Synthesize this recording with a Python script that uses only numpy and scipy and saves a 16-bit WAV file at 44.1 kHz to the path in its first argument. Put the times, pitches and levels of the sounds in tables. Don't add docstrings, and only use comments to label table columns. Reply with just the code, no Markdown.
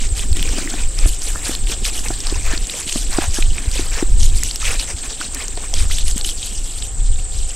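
import sys
import numpy as np
from scipy import signal
from scipy.fft import rfft, irfft, next_fast_len
from scipy.io import wavfile
from scipy.ndimage import uniform_filter1d, minimum_filter1d, map_coordinates

SR = 44100
rng = np.random.default_rng(int(sys.argv[2]) if len(sys.argv) > 2 else 0)


def unload_wav(signal):
    wavfile.write(
        sys.argv[1],
        SR,
        np.round(np.clip(np.atleast_2d(signal).T, -1, 1) * 32767).astype(np.int16),
    )


N = 332955

# start_s (middle of the rise), length_s, splash_db,
# plunge_db into standing liquid (relative to splash), mist_db (relative to splash)
SURGES = [(0, 0.061, -29, -13, -11), (0.156, 0.1, -31, -12.5, -3), (0.348, 0.17, -30.5, -9.5, -14),
          (0.512, .14, -29, -9.5, -15), (0.683, .16, -30.5, -7, -14), (0.974, 0.093, -31.5, -7.5, -4),
          (1.067, 0.067, -30, -26, 3.5), (1.218, .1, -30.5, -14, 0.5), (1.342, 0.14, -44, 4, 4),
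          (1.443, 0.1, -27, -9, -3), (1.672, 0.071, -27.5, -10, -6), (1.845, 0.051, -24.5, -13, -5),
          (1.917, 0.093, -29.5, -16, -1.5), (2.032, 0.1, -35.5, -3, 3), (2.232, 0.14, -31.5, -5.5, -14),
          (2.44, 0.14, -33, -1, -18), (2.691, 0.14, -30.5, -10.5, -2), (2.871, .16, -27, -17, -2.5),
          (3.108, 0.16, -29, -4.5, -6), (3.336, 0.1, -28, -11, -3.5), (3.527, 0.15, -36, -5.5, -8),
          (3.722, 0.14, -30.5, -7.5, -5), (3.915, 0.12, -32, -1.5, -10), (4.197, 0.098, -25.5, -21, -6),
          (4.354, 0.18, -29.5, -20.5, -3), (4.607, .15, -27.5, -5, -6), (4.79, .06, -27, -12.5, -6),
          (4.87, 0.047, -27.5, -6.5, -11), (4.96, 0.064, -33, -17, -11), (5.029, 0.046, -31.5, -6, -6),
          (5.091, 0.035, -28, -10.5, -14), (5.2, 0.081, -30, -9.5, -13), (5.337, 0.13, -34.5, -3.5, -9),
          (5.57, 0.093, -36.5, -3, -18), (5.743, 0.098, -29, -9.5, -3), (5.891, 0.12, -26, -21, -8),
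          (6.042, .1, -31, -24, -4), (6.16, 0.041, -31.5, -14, 0), (6.241, 0.088, -28, -34, -2),
          (6.36, 0.26, -32, -26, -5), (6.62, .25, -37, -23, -5), (7.0, 0.26, -44, -33, -10.5),
          (7.31, .16, -36.5, -38, -9)]
# time_s, level_db
TRICKLE_FLOW = [(0, -40.5), (2.5, -36), (5.5, -39), (6.4, -40.5), (7.1, -45.5), (7.55, -38)]
# frequency_hz, level_db
POOL_SPECTRUM = [(250, -25), (450, 4), (750, -2.5), (1300, 1.5), (1800, 8.5), (2500, -15)]
SPATTER_SPECTRUM = [(1300, -48), (1900, -1.5), (2600, 4.5), (3400, -22)]
SPLASH_SPECTRUM = [(2000, -19), (2900, 9), (3400, 8), (4500, 7), (6500, 11), (9000, 10), (11000, -30)]
MIST_SPECTRUM = [(5500, -12), (8000, 3), (9500, -1), (11500, -7), (13500, -10), (15800, -39)]
# time_s, level_db
GURGLE_LEVEL = [(0, -44.5), (.6, -29), (1.0, -44.5), (1.4, -40.5), (2.4, -40), (3.5, -44.5), (4.0, -39.5),
                (4.8, -43.5), (6.3, -44), (7.55, -54)]
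# frequency_hz, level_db
BOTTLE_SPECTRUM = [(130, 10), (210, 3), (320, 2), (480, -0.5), (800, -13.5)]
# pitch_hz, width_hz, level_db, lag_strokes, swell_db (either way from level_db)
WING_RESONANCES = [(8370, 220, -.5, -.03, 8), (8200, 60, -2, -0.08, 1), (7960, 320, 1.5, 0.06, 4),
                   (7600, 330, 2, 0.3, 2), (7250, 260, 0, 0.4, 1.5)]
# frequency_hz, level_db
NIGHT_SPECTRUM = [(59, -45), (100, -4.5), (156, -10), (519, -10.5), (601, -17), (758, -9.5), (861, -17.5),
                  (2040, -22), (6120, -24.5), (8060, -6), (10800, -35), (15500, -91)]
# time_s, level_db
WIND_BUFFETS = [(0.0, -14), (0.61, -16), (0.73, -28), (0.88, -13), (0.92, -25), (1.05, -11.5), (1.2, -22),
                (2.63, -14), (2.69, -30), (3.43, -14), (4.02, -21.5), (4.12, -6), (4.52, -21.5),
                (5.68, -28.5), (5.78, -8), (6.47, -24), (7.08, -16.5), (7.3, -20), (7.36, -10), (7.55, -25)]
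# frequency_hz, level_db
RUMBLE_SPECTRUM = [(4, -37), (8, 1.5), (20, 2), (34, -0.5), (62, -14), (100, -57), (200, -90)]
FLUTTER_SPECTRUM = [(40, -13), (70, 1.5), (110, -9.5), (170, -19.5), (260, -29.5), (480, -77)]
# centre_s, depth_db
EDDIES = [(0.122, -9), (0.322, -5), (1.064, -8.5), (2.375, -10), (3.288, -9), (3.482, -11), (3.682, -9.5),
          (4.122, -9), (4.342, -16), (4.948, -15), (5.814, -13.5), (7.11, -11.5)]
# start_s, level_db, pitch_hz (at the start), treble_db (relative to the drop)
DROPS = [(0.09, -18, 4440, -8), (0.3294, -11.5, 4520, 4), (0.3692, -14.5, 3260, 14),
         (0.4277, -5.5, 3200, 4), (0.4913, -12, 5140, -12), (0.7005, -9, 6760, -14), (0.741, -17, 3250, -7),
         (0.9888, -7.5, 5450, -13), (1.2197, -8, 5700, -8), (1.288, -23, 2880, -11), (1.478, -24, 3620, -7),
         (1.5508, -6.5, 4030, 1), (1.671, -13, 3100, -4), (1.852, -18, 3180, -9), (1.8761, -17, 6570, -14),
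         (2.0847, -7.5, 5600, -9), (2.2046, -7, 5400, -18), (2.2695, -5, 4940, -3),
         (2.2977, -11, 4080, -11), (2.5768, -6, 4360, -15), (2.644, -16, 3580, -8), (2.6704, -8, 6740, -7),
         (2.6976, -7.5, 3650, -16), (2.8777, -14, 3200, -14), (2.8953, -9, 3100, -7),
         (2.927, -2.5, 6130, -15), (3.344, -7, 6370, -1), (3.4245, -8, 3630, -12), (3.715, -11, 4580, 2),
         (4.203, -8.5, 5440, -15), (4.2315, -2, 5900, -23), (4.435, 2, 6700, -7), (4.5115, -6, 4200, -24),
         (4.559, -6, 5360, 3), (4.6189, -21, 5910, -6), (4.646, -13, 3300, -4), (4.7968, -5, 4300, -14),
         (5.107, -16, 4200, -10), (5.3473, -9.5, 6540, 7), (5.482, -6, 6200, -27), (5.5738, -14, 4200, -16),
         (5.7395, -1, 5600, -25), (5.9846, -6.5, 3370, 0), (6.081, -9.5, 4030, -16), (6.112, -8.5, 6370, 1),
         (6.1798, -1.5, 7300, -16), (6.2117, -6.5, 4100, -20), (6.2476, -11, 3200, -23),
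         (6.2905, -9, 3540, 5), (6.429, -13, 3640, -17), (6.823, -10.5, 3620, -18), (7.143, -25, 5380, -15)]
# start_s, level_db, pitch_hz (at the start), life_cycles (to fall 26 dB)
POOL_BUBBLES = [(0.195, -17, 2770, 8.6), (0.395, -9, 2900, 5.6), (0.476, -14.5, 2540, 9),
                (0.675, -12.5, 1960, 8.6), (1.358, -12.5, 1280, 3.6), (1.852, -11, 2610, 7.1),
                (2.106, -23, 780, 11), (2.344, -17, 2620, 14), (2.738, -17, 2300, 8),
                (2.924, -8, 2870, 6.9), (3.22, -15, 780, 4.9), (3.239, -20, 734, 7.3),
                (3.425, -10.5, 2430, 14), (3.582, -8.5, 2400, 6.6), (4.431, -13, 1970, 7.9),
                (4.628, -19, 1260, 14), (4.655, -8, 3100, 9.1), (5.213, -15.5, 1450, 14),
                (5.574, -21, 690, 10), (5.74, -14, 3250, 19), (5.733, -22.5, 730, 9.9),
                (5.9, -25.5, 1300, 11), (5.911, -15, 2000, 9), (5.915, -16, 2550, 9),
                (5.922, -14, 3300, 12), (6.247, -13.5, 3000, 34), (6.296, -16, 3160, 26),
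                (7.159, -23, 3660, 15), (7.19, -25, 2610, 12)]
# start_s, level_db, pitch_hz (at the start), overtone_db (relative)
GLUGS = [(0.369, -14.5, 302, -12), (0.583, -11, 270, -1.5), (0.738, -16, 340, -1), (1.057, -9.5, 287, -5),
         (1.493, -8.5, 295, -9), (1.697, -15.5, 362, -22), (2.104, -9, 323, -2.5), (2.324, -8, 338, -13),
         (2.535, -10.5, 305, -8), (2.741, -25, 245, 7), (2.958, -6, 267, -5.5), (3.185, 1, 316, -4.5),
         (3.386, -7.5, 312, -8.5), (3.794, -7, 328, -10.5), (4.026, -0.5, 317, -16),
         (5.574, -18.5, 412, -4), (5.74, -23, 231, 5.5), (6.161, -11.5, 198, -31)]
# frequency_hz, side_db (relative to mid)
CHANNEL_DIFFERENCE = [(200, -15.5), (1000, -20.5), (3000, -46.5), (4000, -61), (15000, -55)]

RISE_SHARE, FALL_S = 0.25, 0.066
PLUNGE_LAG_S = 0.007
SPATTER_DB, SPATTER_FOLLOWS = -2.5, 0.64
TRICKLE_SPATTER_DB, TRICKLE_POOL_DB, TRICKLE_MIST_DB = -13, -13, -7
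STROKES_PER_S, STROKE_START = 16.67, 0.21
CRICKET_DB, NIGHT_DB = -32, -38
FLUTTER_DB, PORT_WIND_DB = -17, -16
EDDY_S = 0.0041
GLUG_T60_S = 0.023
TOP_HZ = 15790


def amp(db):
    return 10 ** (np.asarray(db) / 20)


def unit(x):
    return x / np.sqrt(np.mean(x ** 2) + 1e-20)


def along(points, hz):
    f, v = np.transpose(points)
    return np.interp(np.log(hz + 1), np.log(f + 1), v)


def level_curve(rows):
    s, db = np.transpose(rows)
    return np.interp(np.arange(N) / SR, s, db)


def wobble(rate):
    knots = rng.standard_normal(400 + N // 100)
    return map_coordinates(knots, [np.arange(N) * rate / SR])


def filtered(x, response):
    m = next_fast_len(N + SR // 2)
    spectrum = rfft(x, m) * response(np.fft.rfftfreq(m, 1 / SR))
    return irfft(spectrum, m)[..., :N]


def coloured(x, spectrum):
    return unit(filtered(x, lambda hz: amp(along(spectrum, hz))))


def bursts(s, db, hz, cycles, rise, size):
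    t = np.arange(size) / SR
    turns = hz[:, None] * t
    life = turns / cycles[:, None]
    ring = np.sin(2 * np.pi * turns * (1 + rise * life))
    onset = 1 - np.exp(-4 * turns)
    wave = amp(db)[:, None] * ring * amp(-26 * life) * onset
    at = np.round(s * SR).astype(int)[:, None] + np.arange(size)
    return np.bincount(at.ravel(), wave.ravel(), N + size)[:N]


def patchy(x, patchy_db):
    z = signal.stft(x, nperseg=256)[2]
    field = uniform_filter1d(rng.standard_normal(z.shape), size=9, axis=0)
    field = uniform_filter1d(field, size=6, axis=1)
    return signal.istft(z * amp(patchy_db * unit(field)), nperseg=256)[1][:N]


def spray(spectrum, centre_hz, octaves, cycles, spread_db, hiss_db, patchy_db, count, size):
    when = rng.random(count) * N / SR
    pitch, big, long = np.clip(rng.standard_normal((3, count)), -2.2, 2.2)
    hz = np.clip(centre_hz * 2 ** (octaves * pitch), 200, SR / 3)
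    grains = bursts(when, spread_db * big, hz, cycles * 2.08 ** long, rise=0.14, size=size)
    hiss = amp(hiss_db) * rng.standard_normal(N)
    return coloured(patchy(unit(grains) + hiss, patchy_db), spectrum)


def gushes(db, trickle_db, lag_s):
    t = np.arange(N) / SR - lag_s
    power = amp(2 * (level_curve(TRICKLE_FLOW) + trickle_db))
    for (s, length, *_), level_db in zip(SURGES, db):
        rise = (t - s) / (RISE_SHARE * length) + 0.5
        fall = (s + length - t) / FALL_S + 0.5
        edge = np.clip(np.minimum(rise, fall), 0, 1)
        power = power + amp(2 * level_db) * edge ** 2
    return np.sqrt(power)


def stream():
    flicker = wobble(36)
    jet_db, plunge_db, mist_db = np.transpose(SURGES)[2:]
    slosh = spray(POOL_SPECTRUM, 1000, octaves=0.6, cycles=5, spread_db=2.8, hiss_db=4,
                  patchy_db=2, count=8000, size=400)
    coarse = spray(SPATTER_SPECTRUM, 2300, octaves=0.3, cycles=5, spread_db=2.6, hiss_db=4,
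                   patchy_db=2, count=7000, size=300)
    splash = spray(SPLASH_SPECTRUM, 4600, octaves=0.55, cycles=5, spread_db=3.6, hiss_db=1,
                   patchy_db=2.4, count=16000, size=200)
    fizz = spray(MIST_SPECTRUM, 9500, octaves=0.4, cycles=4, spread_db=4, hiss_db=-5,
                 patchy_db=2.5, count=10000, size=80)

    pool_gain = gushes(jet_db + plunge_db, TRICKLE_POOL_DB, PLUNGE_LAG_S)
    pool = pool_gain * amp(2.6 * flicker + 0.54 * wobble(35)) * slosh
    jet = gushes(jet_db, 0, 0) * amp(1.48 * flicker + 0.38 * wobble(21)) * splash
    spatter_db = jet_db + SPATTER_DB + SPATTER_FOLLOWS * plunge_db
    spatter_gain = gushes(spatter_db, TRICKLE_SPATTER_DB, 0)
    spatter = spatter_gain * amp(1.72 * flicker + 2.15 * wobble(25)) * coarse
    mist_gain = gushes(jet_db + mist_db, TRICKLE_MIST_DB, 0)
    mist = mist_gain * amp(1.67 * flicker + 0.79 * wobble(22)) * fizz
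    return pool + jet + spatter + mist


def gurgle():
    rolling = spray(BOTTLE_SPECTRUM, 300, octaves=0.4, cycles=4, spread_db=3, hiss_db=4,
                    patchy_db=2, count=1200, size=900)
    return amp(level_curve(GURGLE_LEVEL)) * rolling


def crickets():
    strokes = STROKE_START + STROKES_PER_S * np.arange(N) / SR
    song = np.zeros(N)
    for hz, width_hz, db, lag, swell_db in WING_RESONANCES:
        teeth = rng.standard_normal(N) * amp(3.6 * wobble(150))
        ring = filtered(teeth, lambda f: (1j * f * width_hz / (hz * hz - f * f + 1j * f * width_hz)) ** 2)
        swell = swell_db * np.cos(2 * np.pi * (strokes - lag))
        song += amp(db + swell + 0.67 * wobble(9.8)) * unit(ring)
    return amp(CRICKET_DB) * unit(song)


def night_air():
    return amp(NIGHT_DB) * coloured(rng.standard_normal(N), NIGHT_SPECTRUM)


def wind():
    lumps = amp(level_curve(WIND_BUFFETS) + 2.5 * wobble(12))

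    def buffeting():
        rumble = coloured(rng.standard_normal(N), RUMBLE_SPECTRUM)
        flutter = coloured(rng.standard_normal(N), FLUTTER_SPECTRUM)
        return lumps * (rumble + amp(FLUTTER_DB + 3 * wobble(24)) * flutter)

    both, apart = buffeting(), buffeting()
    for s, db in EDDIES:
        u = ((np.arange(N) / SR - s) / EDDY_S) ** 2
        both = both - amp(db) * (1 - u) * np.exp(-u / 2)
    return both + amp(PORT_WIND_DB) * np.outer([1, -1], apart)


def drops():
    s, db, hz, treble_db = np.transpose(DROPS)
    chance = rng.random((len(s), 3, 3))
    out = bursts(s, db, hz, 7.8 + 0 * s, rise=0.056, size=300)
    tick_hz = 7600 + 2200 * chance[:, 0, 0]
    out += bursts(s, db + treble_db, tick_hz, 4 + 0 * s, rise=0.031, size=100)
    for lag, pitch, weak in chance[:, 1:].transpose(1, 2, 0):
        shed_s = s + 0.0005 + 0.002 * lag
        shed_hz = hz * (0.7 + 0.7 * pitch)
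        out += bursts(shed_s, db - 5 - 6 * weak, shed_hz, 6 + 0 * s, rise=0.15, size=300)
    return out


def pool_bubbles():
    s, db, hz, cycles = np.transpose(POOL_BUBBLES)
    return bursts(s, db, hz, cycles, rise=0.024, size=900)


def glugs():
    out, t = np.zeros(N + SR), np.arange(SR // 8) / SR
    onset = 1 - np.exp(-t / 0.0009)
    for s, db, hz, over_db in GLUGS:
        low = amp(-60 * t / GLUG_T60_S) * np.sin(2 * np.pi * hz * t * (1 + 3 * t))
        high = amp(-60 * t / 0.017) * np.sin(2 * np.pi * 2.19 * hz * t)
        high += 0.54 * amp(-60 * t / 0.012) * np.sin(2 * np.pi * 4.44 * hz * t)
        out[round(s * SR):][:len(t)] += amp(db) * (low + amp(over_db) * high) * onset
    return out[:N]


def scene():
    mid = stream() + gurgle() + crickets() + night_air() + drops() + pool_bubbles() + glugs()
    scatter = rng.standard_normal(1500) * amp(-60 * np.arange(1500) / 1500)
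    side = signal.fftconvolve(mid, scatter / np.linalg.norm(scatter))[:N]
    side = filtered(side, lambda hz: amp(along(CHANNEL_DIFFERENCE, hz)))
    return np.array([mid + side, mid - side]) + wind()


def record(dry):
    needed = np.minimum(1, 0.99 / (np.abs(dry).max(axis=0) + 1e-9))
    gain = uniform_filter1d(minimum_filter1d(needed, size=441), size=221)
    return filtered(dry * gain, lambda hz: hz < TOP_HZ)


dry = scene()
out = record(dry)
unload_wav(out)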